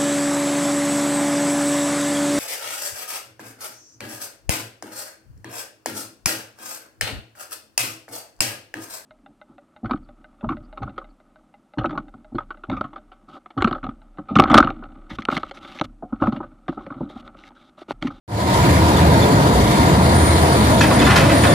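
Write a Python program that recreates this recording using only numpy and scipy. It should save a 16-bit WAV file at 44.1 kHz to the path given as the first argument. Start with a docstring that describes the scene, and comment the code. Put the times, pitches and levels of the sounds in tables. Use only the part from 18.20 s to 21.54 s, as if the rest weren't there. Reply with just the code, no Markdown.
"""Crusher and excavator on a rubble heap

Both machines roar side by side as the sound fades in: shaped noise with diesel firing tones and pump whines.
A roller squeaks in short rubbing tones, then a hydraulic valve whistles: a wavering tone with a fuzzy skirt.
Near the end the steel bucket knocks and scrapes into concrete lumps: bursts of grit that ring steel modes.
Two microphone ports, left and right, hear it with their own levels and delays."""
import sys
import numpy as np
from scipy import signal
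from scipy.fft import rfft, irfft
from scipy.io import wavfile
from scipy.ndimage import uniform_filter1d

SR = 44100
rng = np.random.default_rng(int(sys.argv[2]) if len(sys.argv) > 2 else 0)


def bounce(signal):
    """Save signal as a 16-bit WAV file at the path given by the first command-line argument."""
    frames = np.transpose(np.atleast_2d(signal))
    limited = np.clip(frames, -1, 1)
    pcm = np.round(limited * 32767).astype(np.int16)
    wavfile.write(sys.argv[1], SR, pcm)


N = 147294  # length in samples


def gain_of(db):
    """Turns decibels into an amplitude factor."""
    return 10 ** (np.asarray(db) / 20)


def evened(x):
    """Scales a signal to an RMS of one."""
    return x / np.sqrt(np.mean(x ** 2) + 1e-20)


def add(mix, s, sound):
    """Mixes a sound in at s seconds, cut off at the end of the mix."""
    part = mix[..., round(s * SR):][..., :sound.shape[-1]]
    part += sound[..., :part.shape[-1]]


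def ports(x, pan_db):
    """Places a sound between the two ports; pan_db is left minus right."""
    return x * gain_of([[pan_db / 2], [-pan_db / 2]])


def hum(hz, width):
    """Wavering tone: noise narrowed by two equal poles of this width in Hz, moved up to the curve hz."""
    r = np.exp(-np.pi * width / SR)
    z = rng.standard_normal(N + SR) + 1j * rng.standard_normal(N + SR)
    z = signal.lfilter([1], [1, -2 * r, r * r], z)[SR:]  # the first second lets the filter settle
    carrier = np.exp(2j * np.pi * np.cumsum(hz * np.ones(N)) / SR)
    return evened((z * carrier).real)


def roar():
    """Both machines as random short-time spectra, whose rumble and stone rattle swell on their own."""
    # Colour of the roar. Each row: frequency in Hz, relative level at the right port in dB per Hz,
    # left minus right in dB.
    spectrum = [(55, -41.5, -1.5), (83.5, -37.5, 1.5), (195, -40, -1.5), (281, -43, 3), (417, -46.5, -1),
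                (679, -45, 1), (810, -51.5, 4), (1080, -51.5, 3.5), (2180, -59, 1.5), (2510, -60, -9.5),
                (3870, -63, 3), (4510, -64, 4), (6250, -68, -7), (6770, -67.5, 2), (8150, -69, -5.5),
                (9570, -67, -2), (11200, -71, -9.5), (13500, -73.5, -6)]
    # Delay between the ports. Each row: frequency in Hz, phase lead of the left port in radians (minus: lag).
    port_lead = [(0, 0), (430, -.9), (800, -1.4), (1460, -3.2), (7150, -31), (14500, -50)]
    # Load on the machines; only departures from each column's mean count.
    # Each row: time in seconds, level of the rumble in dB, level of the treble rattle in dB.
    load = [(.3, -14.5, -33.5), (.45, -14, -30.5), (.62, -13, -32.5), (.78, -12.5, -31.5), (.95, -9, -33),
            (1.5, -12.5, -31.5), (1.7, -9.5, -31), (1.77, -10.5, -34), (2, -11.5, -31.5), (2.15, -12, -31),
            (2.5, -13, -31.5), (3, -11, -32.5), (3.34, -11, -30.5)]
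    level_db = -12.5
    rattle_from_hz, rattle_full_hz = 170, 2350
    patch_db, flicker_db, surge_db = 1.5, 1.0, 3
    alike_hz, alike_floor = 1730, 0.14  # the ports agree in the bass and drift apart above

    frames, hz = N // 256 + 5, np.fft.rfftfreq(1024, 1 / SR)
    t = np.arange(frames) * 256 / SR
    a, b, c, d, patches, surges = rng.standard_normal((frames, 513, 6)).T  # each: frequency by time
    for _ in range(2):
        surges = uniform_filter1d(surges, size=24, axis=1)
    surges = evened(surges)
    patches = uniform_filter1d(patches, size=14, axis=0)
    patches = evened(uniform_filter1d(patches, size=10, axis=1))
    flicker = evened(uniform_filter1d(rng.standard_normal(frames), size=3))

    f, *columns = np.transpose(spectrum)
    level, pan = [np.interp(np.log(hz + 1), np.log(f), v)[:, None] for v in columns]
    like = (alike_floor + (1 - alike_floor) / (1 + (hz / alike_hz) ** 2))[:, None]
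    right = a + 1j * b
    left = like * right + np.sqrt(1 - like ** 2) * (c + 1j * d)
    lead = np.exp(1j * np.interp(hz, *np.transpose(port_lead)))[:, None]
    z = np.array([gain_of(pan) * lead * left, right])

    s, low, high = np.transpose(load)
    octaves_share = np.log((hz + 1) / rattle_from_hz) / np.log(rattle_full_hz / rattle_from_hz)
    rattle = np.clip(octaves_share, 0, 1)[:, None]
    rumble = 1 - rattle
    rumble_swell = np.interp(t, s, low - low.mean()) + surge_db * surges
    rattle_swell = np.interp(t, s, high - high.mean()) + flicker_db * flicker + patch_db * patches
    z *= gain_of(level + rumble * rumble_swell + rattle * rattle_swell)
    return gain_of(level_db) * evened(signal.istft(z, nperseg=1024, noverlap=768)[1][:, :N])


def engines():
    """Diesel firing tone under load, wavering side tones, and pump whines that reach the right port first."""
    # Load on the main firing tone. 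Each row: time in seconds, level in dB.
    firing_level = [(.3, -29), (.9, -16), (1.3, -36), (1.55, -19.5), (1.9, -14.5), (2.5, -21.5), (2.9, -30),
                    (3.34, -19)]
    # Engine side tones. Each row: frequency in Hz, wobble width in Hz, level in dB.
    side_tones = [(107.6, 19.7, -24), (133.6, 4.7, -27.5), (159.4, 3.6, -33.5), (196.5, 12, -27.5),
                  (314.3, 63, -28)]
    # Pump whines. Each row: frequency in Hz, wobble width in Hz, relative level in dB.
    whines = [(700, 50, -33), (916, 18, -34), (938, 25, -38), (982, 22, -34), (965, 110, -32)]
    # Swell of all the whines. Each row: time in seconds, gain in dB.
    whine_level = [(.3, 4), (2.2, 0), (2.7, 1.5), (3.34, -6.5)]
    firing_hz, firing_wobble_hz = 79.74, 13.4
    whine_pan_db, whine_lag_s = -3, 0.00015

    t = np.arange(N) / SR
    firing = np.sin(2 * np.pi * firing_hz * t) + .5 * hum(firing_hz, firing_wobble_hz)
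    firing *= gain_of(np.interp(t, *np.transpose(firing_level)))
    low = firing + sum(gain_of(db) * hum(hz, width) for hz, width, db in side_tones)

    whine = sum(gain_of(db) * hum(hz, width) for hz, width, db in whines)
    whine *= gain_of(np.interp(t, *np.transpose(whine_level)))
    left, right = ports(whine, whine_pan_db)
    return low + np.array([np.roll(left, round(whine_lag_s * SR)), right])


def squeaks():
    """Short rubbing roller tones that sag from a sharp start; the octave sounds in the first part only."""
    # Roller squeaks. Each row: start in seconds, length in seconds, settled pitch in Hz, level in dB,
    # octave against the fundamental in dB.
    rubs = [(.735, .016, 3750, -31.5, -14), (.765, .026, 3490, -27, -6), (1.012, .036, 3490, -26, -5),
            (1.235, .018, 4500, -33, -14), (2.535, .02, 3460, -34, -2), (2.592, .022, 3460, -34, 7),
            (2.79, .03, 3470, -27, -1), (2.846, .045, 3520, -25.5, -6), (3.232, .026, 3500, -28, 3),
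            (3.268, .014, 3650, -27, -14), (3.298, .035, 3490, -27, -3)]
    pan_db, octave_share, roughness = -8, .55, .4
    sag = .035  # share of pitch lost just after the start

    out = np.zeros(N)
    for s, length, hz, db, octave_db in rubs:
        u = np.arange(round(length * SR)) / (length * SR)
        waver = 1 + .06 * uniform_filter1d(rng.standard_normal(4000), size=150)[:len(u)]
        rough = evened(uniform_filter1d(rng.standard_normal(4000), size=120))[:len(u)]
        grip = 1 + roughness * rough
        turn = 2 * np.pi * np.cumsum(hz * waver * (1 + sag * (1 - u) ** 8)) / SR
        tone = np.sin(np.pi * u) ** 0.3 * np.sin(turn)
        octave_swell = np.sin(np.pi * np.minimum(u / octave_share, 1))
        octave = gain_of(octave_db) * octave_swell * np.sin(2 * turn)
        add(out, s, gain_of(db) * grip * (tone + octave))
    return ports(out, pan_db)


def whistle():
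    """A thin tone with a fuzzy skirt that swells in as the valve opens and flutters when weak."""
    # Valve whistle. Each row: time in seconds, pitch in Hz, level in dB.
    glide = [(1.5, 9240, -50), (1.84, 9250, -41), (1.94, 9260, -43), (1.955, 9255, -30), (2.08, 9275, -30),
             (2.14, 9300, -35), (2.35, 9352, -36), (2.6, 9368, -38), (3.15, 9290, -39), (3.18, 9275, -31.5),
             (3.34, 9260, -34)]
    width_hz, jitter_hz, fuzz, pan_db = 70, 11, .25, -5
    flutter_share = .3  # dB of flutter for each dB under the loudest moment, counted up to 10 dB

    t = np.arange(N) / SR
    s, hz, db = np.transpose(glide)
    jitter = evened(uniform_filter1d(rng.standard_normal(N), size=900))
    pitch = np.interp(t, s, hz) + jitter_hz * jitter
    pure = np.sqrt(2) * np.sin(2 * np.pi * np.cumsum(pitch) / SR)
    tone = (1 - fuzz) * pure + fuzz * hum(pitch, width_hz)
    level = np.interp(t, s, db, left=-90)
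    unsteady = evened(uniform_filter1d(rng.standard_normal(N), size=500))
    flutter = flutter_share * np.minimum(db.max() - level, 10) * unsteady
    return ports(gain_of(level + flutter) * evened(tone), pan_db)


def coloured(x, tilt_db):
    """Gives noise the colour of steel on concrete, tilted by tilt_db per octave."""
    # Colour of steel on concrete. Each row: frequency in Hz, relative level in dB.
    steel_colour = [(300, -28), (900, -2), (2000, 0), (5000, -10.5), (8000, -23), (14000, -34)]
    hz = np.fft.rfftfreq(x.shape[-1], 1 / SR) + 1
    f, db = np.transpose(steel_colour)
    tilt = tilt_db * np.log2(hz / f[2])  # turns about the third row
    gain = gain_of(np.interp(np.log(hz), np.log(f), db) + tilt)
    return evened(irfft(rfft(x) * gain, x.shape[-1]))


def grit(count):
    """Dense stone grains of uneven size, each lump ringing briefly; partly shared by both ports."""
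    grains_per_s, size_db = 900, 2.5
    stone_t60_s, stone_db = 0.021, -6.5
    like = .8  # likeness of the ports

    size = (rng.random(count) < grains_per_s / SR) * gain_of(size_db * rng.exponential(1, count))
    t = np.arange(2048) / SR
    hz = np.geomspace(800, 9000, num=24) * rng.uniform(.85, 0.9, 24)
    modes = np.sqrt(hz)[:, None] * np.sin(2 * np.pi * hz[:, None] * t)
    lump = gain_of(-60 * t / stone_t60_s) * modes.sum(0)
    dust, chips = rng.standard_normal((2, 2, count))
    stones = evened(signal.fftconvolve(chips * size, lump[None], axes=1)[:, :count])
    a, b = dust + gain_of(stone_db) * stones
    return np.array([like * a + np.sqrt(1 - like ** 2) * b, a])


def bucket():
    """Each knock is a burst of grit that rings the steel modes near its pitch; a scrape runs between them."""
    # Bucket knocks. Each row: start in seconds, level in dB, treble tilt in dB per octave,
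    # time to fall 60 dB in seconds, pitch of the ring in Hz.
    knocks = [(2.606, -11, 3.5, 0.36, 2450), (2.70, -15, -5, 0.27, 1410), (2.812, -11.5, 2.5, 0.15, 2680),
              (2.862, -12.5, -1.5, 0.35, 1600), (2.9, -9, 2, 0.19, 2030), (2.956, -8.5, 4, 0.31, 2180),
              (3.02, -8, -8.5, 0.65, 570), (3.033, -16.5, 2.5, 0.09, 2330), (3.09, -14, 0.5, 0.18, 2450),
              (3.232, -9.5, 1, 0.15, 2360), (3.262, -11.5, -8.5, 0.6, 690)]
    # Ringing modes of the steel. Each row: frequency in Hz, relative strength in dB.
    steel_modes = [(570, 0), (1150, -2), (1455, 0), (1795, 0), (2035, 0), (2620, 0), (3280, -2)]
    # Scrape. Each row: time in seconds, level in dB.
    scrape = [(2.75, -29), (2.95, -22), (3.34, -30)]
    rise_s, ring_db, ring_t60_s = 0.009, -4, .035
    focus_db = -14  # per octave away from the pitch of the knock
    treble_hz, treble_t60_share = 2800, 0.65  # the treble of a knock dies first

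    t, out = np.arange(16384) / SR, np.zeros((2, N))
    modes, strength = np.transpose(steel_modes)
    split = signal.butter(2, treble_hz, fs=SR, output="sos")
    for s, db, tilt_db, t60, hz in knocks:
        near = gain_of(strength + focus_db * abs(np.log2(modes / hz)))
        ring = gain_of(-60 * t / ring_t60_s) * (near @ np.sin(2 * np.pi * modes[:, None] * t))
        raw = grit(count=16384)
        rise = np.minimum(t / rise_s, 1)
        fall = gain_of(-60 * t / max(t60, .03))
        quick = fall ** (1 / treble_t60_share)
        burst = coloured(raw, tilt_db)
        low = signal.sosfiltfilt(split, burst)
        rung = evened(signal.fftconvolve(raw, ring[None], axes=1)[:, :len(t)])
        blow = rise * (fall * (low + gain_of(ring_db) * rung) + quick * (burst - low))
        # tie the energy of the blow to its envelope
        blow *= np.sqrt(2) * np.linalg.norm(rise * fall) / np.linalg.norm(blow)
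        add(out, s, gain_of(db) * blow)

    s, db = np.transpose(scrape)
    scrape_level = np.interp(np.arange(N) / SR, s, db, left=-90)
    return out + gain_of(scrape_level) * coloured(grit(count=N), 0)


def scene():
    """All the sounds together at the two ports."""
    return roar() + engines() + squeaks() + whistle() + bucket()


def record(dry):
    """Low cut, soft overload, fade in from silence, band limit."""
    low_cut_hz, ceiling, edge_hz = 56.2, 0.79, 14250
    open_s = .0785  # silent before this
    fade_start_s, fade_s, fade_curve = 0.072, 0.27, 0.87

    t = np.arange(N) / SR
    cut = signal.sosfilt(signal.cheby2(10, 16, low_cut_hz, "high", fs=SR, output="sos"), dry)
    fade = (t > open_s) * np.clip((t - fade_start_s) / fade_s, 0, 1) ** fade_curve
    soft = fade * ceiling * np.tanh(cut / ceiling)
    band_limit = signal.firwin(1023, edge_hz, window=("kaiser", 10), fs=SR)
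    return signal.oaconvolve(soft, band_limit[None], "same")


dry = scene()
out = record(dry)
bounce(out)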